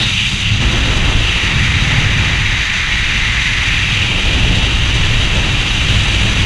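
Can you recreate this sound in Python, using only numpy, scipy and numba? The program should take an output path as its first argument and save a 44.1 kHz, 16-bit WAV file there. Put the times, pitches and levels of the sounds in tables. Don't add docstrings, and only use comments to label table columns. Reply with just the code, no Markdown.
import sys
import numpy as np
from scipy import signal
from scipy.fft import rfft, irfft
from scipy.io import wavfile
from scipy.ndimage import uniform_filter1d, minimum_filter1d
from numba import njit

SR = 44100
rng = np.random.default_rng(int(sys.argv[2]) if len(sys.argv) > 2 else 0)


def unload_audio(sound):
    columns = np.transpose(np.atleast_2d(sound))
    steps = np.round(np.clip(columns, -1, 1) * 32767)
    wavfile.write(sys.argv[1], SR, steps.astype(np.int16))


N = 284445
TIME = np.arange(N) / SR
FREQ = np.maximum(np.arange(N // 2 + 1) * SR / N, 1)


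def undb(db):
    return 10 ** (np.asarray(db) / 20)


def curves(table):
    time_s, *columns = np.transpose(table)
    return [np.interp(TIME, time_s, column) for column in columns]


def bump(at_s, length_s):
    return .5 ** ((2 * (TIME - at_s) / length_s) ** 2)


def tilted(down, ahead_hz, down_hz):
    return ahead_hz + (down_hz - ahead_hz) * down


def steady(x, size=4001):
    return x / np.sqrt(uniform_filter1d(uniform_filter1d(x * x, size), size))


def colour(x, db):
    return irfft(rfft(x) * undb(db), N)


def noise(spectrum):
    hz, db = np.transpose(spectrum)
    return steady(colour(rng.standard_normal(N), np.interp(np.log(FREQ), np.log(hz), db)))


def walk(corner_hz):
    x = irfft(rfft(rng.standard_normal(N)) / (1 + (FREQ / corner_hz) ** 2), N)
    return (x - x.mean()) / x.std()


@njit
def resonate(x, hz, width_hz):
    y, band, low = np.empty(len(x)), 0., 0.
    for i in range(len(x)):
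        g, damping = np.tan(np.pi * hz[i] / SR), width_hz[i] / hz[i]
        v = (band + g * (x[i] - low)) / (1 + g * (g + damping))
        band, low = 2 * v - band, low + 2 * g * v
        y[i] = damping * v
    return y


def shedding(hz, width_hz, skirt_hz):
    core = resonate(rng.standard_normal(N), hz, width_hz * np.ones(N))
    return steady(resonate(core, hz, skirt_hz * np.ones(N)))


def edge_hiss():
    # (frequency [Hz], relative density [dB])
    hiss_spectrum = [(1200, -30), (2200, 10), (3200, 3), (3850, 11.5), (4100, 0.5), (4600, 0.5), (5450, -7),
                     (6450, -1), (7400, -9), (7750, -21), (8800, -28)]
    sizzle_spectrum = [(1500, -19), (3000, -37), (5000, 4), (7300, 9), (7800, 6.5), (8250, 7), (8750, -2.5),
                       (9400, 1), (10500, 1), (11600, -10.5)]
    # (time [s], hiss level [dB], sizzle level [dB])
    treble_levels = [(0, -26, -35), (.15, -23, -37), (.37, -23.5, -36), (.53, -25, -42.5), (.68, -25, -39),
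                     (1.35, -26, -39.5), (1.62, -24.5, -40), (2.75, -25, -44), (3.95, -25.5, -40),
                     (4.25, -26, -40), (5.4, -25.5, -39), (6.28, -24.5, -36.5), (6.45, -24.5, -38)]
    hiss_db, sizzle_db = curves(treble_levels)
    treble = noise(hiss_spectrum) * undb(hiss_db) + noise(sizzle_spectrum) * undb(sizzle_db)
    return treble * undb(0.94 * walk(80))


def edge_roar(turbulence_db, down):
    # (frequency [Hz], relative density [dB])
    roar_spectrum = [(300, -29), (560, -14), (820, -1.5), (1300, 0), (1900, 1.5), (2800, -3.5), (5000, -35)]
    return noise(roar_spectrum) * undb(-27 + 0.58 * turbulence_db + 2.1 * down)


def edge_rush(gust, turbulence_db, down):
    # (time [s], level [dB])
    rush_levels = [(0, -20.5), (.35, -27), (.65, -23), (1.1, -23), (1.6, -19), (2.2, -20.5), (2.8, -19),
                   (3.75, -18.5), (4.2, -21), (5.4, -22.5), (5.7, -21), (6.45, -22)]
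    # (time [s], length [s], centre [Hz], level [dB])
    swells = [(0.008, 0.17, 3750, -20), (0.213, 0.16, 2730, -20), (.47, 0.099, 2870, -21),
              (1.34, 0.18, 2690, -24.5), (4.042, 0.74, 2510, -25)]
    rush_db, = curves(rush_levels)
    speed = np.exp(0.0099 * gust)
    centre_hz = tilted(down, 2765, 2134) * speed
    width_hz = np.maximum(tilted(down, 980, 1120) + 27 * turbulence_db, 1)
    rush = shedding(centre_hz, width_hz, skirt_hz=1950) * undb(rush_db)
    for at_s, length_s, hz, db in swells:
        rush += shedding(hz * speed, width_hz=570, skirt_hz=1400) * undb(db) * bump(at_s, length_s)
    return signal.sosfilt(signal.butter(3, 1500, "high", fs=SR, output="sos"), rush)


def churning(eddies, gust, turbulence_db, down):
    # (frequency [Hz], relative density [dB])
    churn_spectrum = [(70, -1.5), (170, 10.5), (225, 4.5), (300, 6), (420, -0.5), (620, -2.5), (1000, -9),
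                      (2500, -60)]
    burst_db = 1.66 * eddies + 0.84 * gust
    level_db = -26.5 + 1.43 * turbulence_db - 0.6 * down
    return noise(churn_spectrum) * undb(level_db + burst_db)


def wakes(down):
    # (time [s], level [dB])
    helmet_levels = [(0, -19.5), (.4, -25), (.52, -14), (.64, -19.5), (.98, -22), (1.15, -16.5),
                     (1.38, -28.5), (1.58, -15.5), (2.1, -16.5), (2.45, -19.5), (2.7, -27), (3.8, -21.5),
                     (4.0, -17.5), (4.22, -25), (4.5, -16), (4.72, -21), (5.15, -16), (5.3, -22.5),
                     (5.5, -14.5), (5.66, -25), (5.97, -13.5), (6.12, -19.5), (6.45, -15)]
    camera_levels = [(0, -30), (.22, -30.5), (.45, -26.5), (.95, -31), (1.2, -43), (3.8, -35), (4.4, -27),
                     (4.9, -45), (5.9, -46), (6.25, -26.5), (6.45, -26)]
    helmet_db, camera_db = curves(helmet_levels) + curves(camera_levels)
    speed = np.exp(0.052 * walk(2.4))
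    helmet = shedding(tilted(down, 103.4, 103) * speed, width_hz=tilted(down, 24.5, 58), skirt_hz=90)
    camera = shedding(188 * speed, width_hz=31, skirt_hz=100)
    return helmet * undb(helmet_db), camera * undb(camera_db)


def buffeting(gust, turbulence_db, down):
    # (frequency [Hz], relative density [dB])
    eddy_spectrum = [(6, -22), (12, -4.5), (22, 1), (39, -1.5), (47, 2.5), (57, 5), (72, -5), (95, -10),
                     (200, -65)]
    # (time [s], level [dB])
    eddy_levels = [(0, -23), (.2, -26.5), (.53, -21.5), (.66, -15), (.8, -18), (.95, -15), (1.2, -14),
                   (1.35, -20), (2.5, -19.5), (2.73, -25.5), (2.98, -19), (3.75, -20.5), (4.12, -24),
                   (4.23, -16.5), (5.2, -15.5), (5.75, -18.5), (5.88, -17), (6.45, -15.5)]
    # (time [s], length [s], turbulence rise [dB])
    slaps = [(0.384, 0.045, 3.5), (0.626, 0.027, 2.5), (0.742, .04, 2.5), (1.09, 0.028, 2.5),
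             (2.53, .06, 2.5), (4.136, 0.11, 4.5), (4.337, .11, 3), (4.53, 0.25, 5), (5.375, 0.049, 4),
             (6.263, .05, 2.5)]
    eddy_db, = curves(eddy_levels)
    slap_db = sum(db * bump(at_s, length_s) for at_s, length_s, db in slaps)
    eddies = noise(eddy_spectrum)
    thumps = eddies * undb(eddy_db + 0.45 * slap_db)
    helmet_wake, camera_wake = wakes(down)
    churn = churning(eddies, gust, turbulence_db + slap_db, down)
    surge = undb(0.86 * walk(10))
    return (thumps + helmet_wake) * surge + camera_wake + churn


def scene():
    # (time [s], strength at the camera [dB])
    turbulence = [(0, 2), (.17, -10.5), (.56, -6.5), (.64, .5), (.97, 3.5), (1.3, -1), (1.5, -.5),
                  (1.7, -4.5), (2.0, 1.5), (2.12, -1.5), (2.3, -0.5), (2.42, -5), (2.7, -6), (3.85, -4),
                  (4.42, -1.54), (5.15, -0.5), (5.5, 0.5), (5.75, -1), (6.45, 0.1)]
    # (time [s], tilt [0 horizon, 1 straight down])
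    head_tilt = [(0, 0.11), (1.22, 0), (1.56, 0.85), (2.05, 0.78), (2.7, 1), (3.76, 0.82), (4.02, 0.23),
                 (4.4, 0.051), (6.45, 0.086)]
    # (centre [Hz], width [Hz], gain [dB])
    cavities = [(846, 90, 1), (1326, 330, 2.5), (1580, 150, -0.5), (1853, 325, 3.5), (2247, 67, -6),
                (2378, 140, 2), (2524, 110, -4), (2740, 580, 3.5), (3280, 300, 3), (3770, 66, 4),
                (4720, 70, 5.5), (5990, 260, 7), (8250, 240, 0.5)]
    turbulence_db, down = curves(turbulence) + curves(head_tilt)
    gust = walk(36)
    rumble = buffeting(gust, turbulence_db, down)
    edges = edge_rush(gust, turbulence_db, down) + edge_roar(turbulence_db, down) + edge_hiss()
    tremble = undb(0.58 * gust)
    housing_db = sum(db / (1 + (2 * (FREQ - hz) / width_hz) ** 2) for hz, width_hz, db in cavities)
    return colour(rumble + edges * tremble, housing_db)[None]


def limiter(x, ceiling, size=441):
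    gain = ceiling / np.maximum(np.abs(x), ceiling)
    return x * uniform_filter1d(minimum_filter1d(gain, size), size)


def record(dry):
    top_hz = 11600
    held = limiter(dry, ceiling=.88)
    return signal.sosfilt(signal.ellip(10, .2, 80, top_hz, fs=SR, output="sos"), held)


dry = scene()
out = record(dry)
unload_audio(out)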